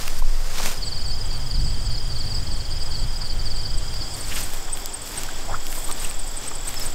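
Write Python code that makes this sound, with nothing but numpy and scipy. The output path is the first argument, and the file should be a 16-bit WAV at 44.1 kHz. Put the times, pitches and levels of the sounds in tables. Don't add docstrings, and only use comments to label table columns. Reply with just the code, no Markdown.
import sys
import numpy as np
from scipy import signal
from scipy.fft import rfft, irfft, next_fast_len
from scipy.io import wavfile
from scipy.ndimage import uniform_filter1d, map_coordinates

SR = 44100
rng = np.random.default_rng(int(sys.argv[2]) if len(sys.argv) > 2 else 0)


def inscribe(sig):
    pcm = np.round(np.clip(np.atleast_2d(sig).T, -1, 1) * 32767)
    wavfile.write(sys.argv[1], SR, pcm.astype(np.int16))


N = 306390
T = np.arange(N) / SR

# fastest moment t/s, fade time/s, swish level/dB, crackle level/dB
LEG_SWEEPS = [(.015, 0.11, -40.5, -45), (0.19, 0.016, -45, -42), (0.585, 0.072, -38.5, -58),
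              (0.669, 0.06, -32.5, -38.5), (4.186, 0.03, -47, -44), (4.386, 0.086, -37, -37.5),
              (4.553, 0.05, -46, -42), (4.79, 0.046, -52, -43), (5.09, 0.047, -54, -43),
              (5.188, 0.085, -41, -44), (5.366, 0.12, -46.5, -66), (5.76, 0.08, -46, -38.5),
              (5.892, 0.048, -45.5, -44), (6.039, 0.064, -40, -40.5), (6.3, .12, -64, -51),
              (6.454, .06, -43.5, -52), (6.687, 0.034, -43.5, -42), (6.827, 0.095, -42.5, -43)]
# swish level/dB, crackle level/dB
RUSTLE = [(-50, -57), (-58, -71), (-54.5, -56.5)]
# f/Hz, level/dB
SWISH_TONE = [(150, 6), (400, -2), (700, -0.5), (1400, 1), (2800, 0), (5000, 0.5), (7500, -2),
              (10000, -9.5), (15500, -15)]
# f/Hz, level/dB
CRACKLE_TONE = [(1500, -5), (4000, -17), (6500, -4), (9000, 4), (10600, -9), (12600, 2), (15800, -9)]
# t/s, level/dB, extra level of the woody part/dB
STEM_SNAPS = [(0.0796, -18, -18), (3.941, -28, 3), (4.1671, -26, -8), (4.5359, -20, -19), (4.773, -24, -20),
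              (4.859, -14.5, -27), (5.075, -26, -2), (5.235, -19.5, -5.5), (5.668, -20.5, -25),
              (5.7274, -21, -30), (5.8836, -26, -8), (5.914, -18.5, -6.5), (6.1118, -21, -6),
              (6.692, -21, -26.5), (6.7422, -20, -4), (6.798, -21, -18)]
# t/s, level/dB, f/Hz, band width/Hz, half length/s
BOOT_SCUFFS = [(.08, -22.5, 2040, 800, 0.0034), (.225, -29.5, 900, 350, .0072),
               (.603, -28.5, 920, 600, 0.014), (.68, -39, 650, 600, 0.048),
               (3.227, -41.5, 1000, 1200, 0.054), (4.323, -31, 2580, 1300, 0.025),
               (4.369, -29.5, 2920, 1500, .02), (4.685, -37.5, 1210, 1000, 0.017),
               (5.29, -31.5, 1380, 300, 0.0086), (5.505, -30.5, 760, 330, 0.041),
               (5.537, -33.5, 1300, 800, 0.05), (5.549, -25.5, 1210, 168, .02),
               (5.78, -33, 600, 700, 0.014), (5.9, -31, 880, 600, 0.026), (6.051, -29.5, 2820, 400, 0.0073),
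               (6.047, -24, 8100, 700, 0.0064), (6.515, -30.5, 980, 1100, 0.0084)]
# first stroke t/s, last stroke t/s, level/dB, f/Hz
NEAR_CHIRPS = [(0.834, 1.108, -35, 4564), (1.308, 1.352, -37.5, 4590), (1.511, 1.597, -37, 4580),
               (1.663, 1.742, -36, 4695), (1.86, 1.954, -39.5, 4584), (2.165, 2.211, -36.5, 4560),
               (2.271, 2.361, -33.5, 4680), (2.47, 2.607, -39, 4550), (2.714, 2.811, -40, 4850),
               (2.915, 2.995, -37.5, 4470), (3.217, 3.304, -36.5, 4550), (3.468, 3.654, -35, 4673),
               (3.958, 4.015, -37, 4640), (4.15, 4.245, -42, 4570), (6.774, 6.819, -33, 5220)]
# t/s, level/dB
TRILL_LEVELS = [(3.7, -62), (4.1, -48.5), (4.6, -44), (5.4, -45), (6.3, -41), (6.95, -40)]
# t/s, level/dB
TICK_STROKES = [(4.146, -39), (4.214, -37), (4.285, -40), (4.358, -41.5), (4.439, -33), (4.734, -24),
                (4.945, -28), (5.024, -39), (5.182, -28.5), (5.787, -34), (5.848, -34.5), (5.926, -34),
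                (6.005, -36.5), (6.101, -32.5), (6.2, -35.5), (6.281, -38), (6.377, -31.5), (6.482, -29),
                (6.558, -37), (6.681, -28), (6.867, -29)]
# f/Hz, band width/Hz, path level/dB, field level/dB, wood level/dB
INSECT_BANDS = [(3214, 230, -71, -49.5, -72), (3346, 290, -61, -65, -49.5), (4834, 450, -45.5, -47.5, -48),
                (5400, 440, -52, -54.5, -50), (7300, 860, -59, -57.5, -48), (7680, 1800, -47.5, -52, -50)]
# f/Hz, path level/dB, field level/dB, wood level/dB
AIR_TONES = [(102, -11, -5, -11), (290, -2.5, 1, 2.5), (513, 2, 0.5, -0.5), (810, -0.5, 0.5, 1.5),
             (1080, -2, -2.5, -2.5), (1470, -2, -3.5, -4), (2380, -9, -8, -8), (4050, -11, -8, -11.5),
             (6100, -14, -11, -19.5), (9150, -20, -18, -19), (11700, -16, -22, -25),
             (15800, -21, -20, -18.5)]
# path level/dB, field level/dB, wood level/dB
BREEZE_LEVELS = [-47.5, -34, -45.5]
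# t/s, rise and fall time/s, level/dB
WIND_GUSTS = [(0.217, .05, -37), (1.652, 0.096, -25.5), (2.056, 0.42, -32), (2.503, .12, -31),
              (3.023, .1, -30), (3.73, 0.091, -38), (3.953, 0.055, -33), (5.522, 0.064, -35),
              (6.95, 0.24, -41)]
# f/Hz, level/dB
RUMBLE_TONE = [(12, -40), (28, 11), (52, 0.5), (75, -1.5), (130, -4), (155, -13), (210, -18.5),
               (400, -30.5), (1200, -65)]
# f/Hz, level/dB
SWAY_TONE = [(2, -10.5), (6, -8), (9, -5), (14, -4), (19, -6), (26, -30), (38, -34), (60, -78), (120, -62)]
# t/s, level/dB
SWAY_LEVELS = [(0.0, -20.5), (0.25, -11), (0.58, -21.5), (0.64, -16), (0.83, -26), (0.97, -20.5),
               (1.76, -21.5), (1.84, -16), (2.15, -21), (3.81, -18), (4.1, -30), (4.51, -17.5), (5.13, -37),
               (5.26, -22), (6.21, -18.5), (6.41, -28.5), (6.89, -15), (6.95, -29)]


def legs_in_grass(gain_db=-2):
    power = amp(RUSTLE).T ** 2 @ places() ** 2
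    for at, fade, *levels in LEG_SWEEPS:
        power += np.outer(amp(levels), swell(at, rise=1.05 * fade, fall=fade, shape=1.1)) ** 2
    swish, crackle = np.sqrt(power)
    tufts = unit(amp(wander(130)))
    soft = colour(tufts * blade_clicks(per_s=12000, spread_db=2.5), SWISH_TONE, band=(1700, 2900))
    dry = colour(tufts * blade_clicks(per_s=5500, spread_db=3), CRACKLE_TONE, band=(10500, 15500))
    return amp(gain_db) * (swish * soft + crackle * dry)


def blade_clicks(per_s, spread_db):
    size = amp(spread_db * np.minimum(rng.exponential(1, N), 4))
    return unit(size * rng.standard_normal(N) * (rng.random(N) < per_s / SR))


def snapping_stems(crack_s=.00058, splinter_s=.0022, splinter_db=-19):
    out, t = np.zeros(N), np.arange(2048) / SR
    fade = np.exp(-t / crack_s) + amp(splinter_db) * np.exp(-t / splinter_s)
    woody_tone = [(300, -9), (1900, 7), (4500, 8), (8000, -16), (15000, -50)]
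    crisp_tone = [(1000, -3), (5000, 1), (9000, .5), (13500, -3), (16000, .5)]
    for at, db, woody_db in STEM_SNAPS:
        woody = amp(woody_db + .5) * colour(rng.standard_normal(len(t)), woody_tone)
        crisp = amp(1) * colour(rng.standard_normal(len(t)), crisp_tone)
        add(out, at, amp(db) * (woody + crisp) * fade)
    return out


def scuffing_boots():
    out = np.zeros(N)
    for at, db, hz, width, half_length in BOOT_SCUFFS:
        bell = np.exp(-np.linspace(-2, 2, int(2 * half_length * SR)) ** 2)
        rub = band_noise(hz, width, size=16384)[:len(bell)] * bell
        add(out, at - half_length, .5 * amp(db) * unit(rub))
    return out


def field_crickets(bout_at_s=.745, bout_every_s=.413, swing_db=4):
    strokes = [row for one in NEAR_CHIRPS for row in chirp(*one)]
    near = amp(2.5) * song(strokes, length=.03, fall=.0826, rasp=.0087)
    bouts = crowd(count=220, hz=4918, spread=.025, db=-38)
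    bouts[:, 1] += swing_db * np.cos(2 * np.pi * (bouts[:, 0] - bout_at_s) / bout_every_s)
    far = song(bouts, length=.023, fall=.036, rasp=.014)
    far += song(crowd(count=150, hz=4700, spread=.04, db=-37.5), length=.022, fall=.055, rasp=.0025)
    overtones = song(crowd(count=150, hz=9400, spread=.05, db=-53.5), length=.019, fall=.05, rasp=.007)
    overtones += song(crowd(count=170, hz=14750, spread=.035, db=-57), length=.014, fall=.025, rasp=.006)
    small = song(crowd(count=36, hz=7880, spread=.018, db=-40), length=.026, fall=.054, rasp=.014)
    small += song(crowd(count=190, hz=8160, spread=.04, db=-47.5), length=.028, fall=.034, rasp=.0067)
    small += song(crowd(count=130, hz=7110, spread=.0175, db=-48.5), length=.018, fall=.028, rasp=.011)
    in_field = places()[1]
    return near + in_field * (far + overtones + small)


def trilling_cricket(start_s=3.6975, strokes_per_s=40.85, hz=7730, gain_db=5):
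    times = np.arange(start_s, T[-1], 1 / strokes_per_s)
    levels = np.interp(times, *np.transpose(TRILL_LEVELS)) + rng.normal(0, 1, len(times))
    strokes = [(at, db, hz) for at, db in zip(times, levels)]
    return amp(gain_db) * song(strokes, length=.013, fall=.023, rasp=.0064)


def ticking_cricket(hz=8420, usual_db=-31, drop_hz_per_db=15):
    strokes = [(at, db, hz - drop_hz_per_db * (db - usual_db)) for at, db in TICK_STROKES]
    ticks = song(strokes, length=.019, fall=.031, rasp=.023)
    skids = np.zeros(N)
    for at, db in TICK_STROKES:
        add(skids, at - .016, amp(-26.5 + .25 * db) * np.hanning(1200))
    return ticks + skids * band_noise(hz=8360, width=800)


def chirp(first, last, db, hz, gap_s=.046, spread_db=1.6, spread_hz=51):
    times = np.linspace(first, last, round((last - first) / gap_s) + 1)
    return [(at, db + spread_db * rng.normal(), hz + spread_hz * rng.normal()) for at in times]


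def crowd(count, hz, spread, db):
    late, loud, sharp = rng.uniform(-.84, 1, (count, 3)).T
    times = (np.arange(count) + .7 * late) * T[-1] / count
    return np.transpose([times, db + 2.2 * loud, hz * (1 + spread * sharp)])


def song(strokes, length, fall, rasp):
    out, usual_hz = np.zeros(N), np.median(np.array(strokes)[:, 2])
    for at, db, hz in strokes:
        reach = np.clip(usual_hz / hz, .85, 1.05) ** 3 * rng.uniform(.88, 1.08)
        pulse = wing_stroke(hz, reach * length, reach * fall * rng.uniform(.89, 1.16), rasp)
        add(out, at - reach * length / 2, amp(db) * pulse)
    return out


def wing_stroke(hz, length, fall, rasp):
    along = np.linspace(-1, 1, int(length * SR))
    uneven = unit(uniform_filter1d(rng.standard_normal(4096), 30))[:len(along)]
    pitch = hz * (1 - fall * (along + .2 * along ** 2) + rasp * uneven)
    fade = (1 - along ** 2) ** .9
    return np.sqrt(2) * np.sin(2 * np.pi * np.cumsum(pitch) / SR) * fade


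def scatter(sound, echo_db, decay_s=.014):
    t = np.arange(4096) / SR
    tail = rng.standard_normal(len(t)) * np.exp(-t / decay_s)
    return sound + amp(echo_db) * signal.oaconvolve(sound, tail / np.linalg.norm(tail))[:N]


def wind():
    sway = colour(rng.standard_normal(N), SWAY_TONE + [(600, -120)])
    sway = unit(sway / (abs(signal.hilbert(sway)) + 2))
    sway *= amp(np.interp(T, *np.transpose(SWAY_LEVELS)))
    lumps = rng.standard_normal(N) * amp(wander(14))
    rumble = colour(lumps, RUMBLE_TONE + [(5000, -100)], band=(45, 180))
    breeze_power = amp(BREEZE_LEVELS) ** 2 @ places() ** 2
    gust_power = sum((amp(db) * swell(at, fade, fade)) ** 2 for at, fade, db in WIND_GUSTS)
    return sway + amp(-.5) * np.sqrt(breeze_power + gust_power) * rumble


def far_insects(shimmer_db=1.5):
    shares = places()
    return sum(amp(levels) @ shares * band_noise(hz, width) * amp(shimmer_db * wander(70))
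               for hz, width, *levels in INSECT_BANDS)


def air_in_leaves(place_db=(-42.5, -41.5, -41)):
    hush, tones = np.zeros(N), np.array(AIR_TONES)
    for k, share in enumerate(places()):
        hush += amp(place_db[k]) * share * colour(rng.standard_normal(N), tones[:, [0, k + 1]])
    return hush * amp(.5 * wander(6))


def path_hum():
    return amp(-50) * band_noise(hz=125.2, width=3.2) * places()[0]


def places(field_at_s=.772, field_fade_s=.004, wood_at_s=4.15, wood_fade_s=.72):
    field = np.clip((T - field_at_s) / field_fade_s, 0, 1)
    wood = np.clip((T - wood_at_s) / wood_fade_s + .5, 0, 1)
    return np.sqrt([1 - field, field * (1 - wood), wood])


def amp(db):
    return 10 ** (np.asarray(db) / 20)


def unit(x):
    return x / np.sqrt(np.mean(x ** 2) + 1e-20)


def add(mix, start_s, sound):
    part = mix[max(round(start_s * SR), 0):][:len(sound)]
    part += sound[:len(part)]


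def colour(x, tone, band=None):
    hz = np.fft.rfftfreq(len(x), 1 / SR)
    tone_hz, tone_db = np.transpose(tone)
    gain = amp(np.interp(np.log(hz + 1), np.log(tone_hz + 1), tone_db))
    spectrum = rfft(x) * gain * (hz > 0)
    inside = 1 if band is None else (hz > band[0]) & (hz < band[1])
    return irfft(spectrum, len(x)) / np.std(irfft(spectrum * inside, len(x)))


def band_noise(hz, width, size=N):
    length = next_fast_len(size)
    bell = np.exp(-((np.fft.rfftfreq(length, 1 / SR) - hz) / width) ** 2)
    return unit(irfft(rfft(rng.standard_normal(length)) * bell, length)[:size])


def wander(per_s):
    return unit(map_coordinates(rng.standard_normal(4096), [T * per_s], order=2, mode="wrap"))


def swell(at, rise, fall, shape=2):
    distance = abs(T - at) / np.where(T < at, rise, fall)
    return np.exp(-np.minimum(distance, 20) ** shape)


def scene():
    by_wood = scatter(trilling_cricket() + ticking_cricket(), echo_db=-18)
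    dip = amp(np.interp(T, [.19, .21, .255, .29], [1, -11, -4, .5]))
    background = dip * (far_insects() + air_in_leaves() + path_hum())
    walkers = legs_in_grass() + snapping_stems() + scuffing_boots()
    in_field = scatter(field_crickets(), echo_db=-9)
    return (walkers + in_field + by_wood + wind() + background)[None]


def record(dry):
    low_pass = signal.firwin(1023, cutoff=15760, window=("kaiser", 9), fs=SR)
    return signal.oaconvolve(dry, low_pass[None], "same")


dry = scene()
out = record(dry)
inscribe(out)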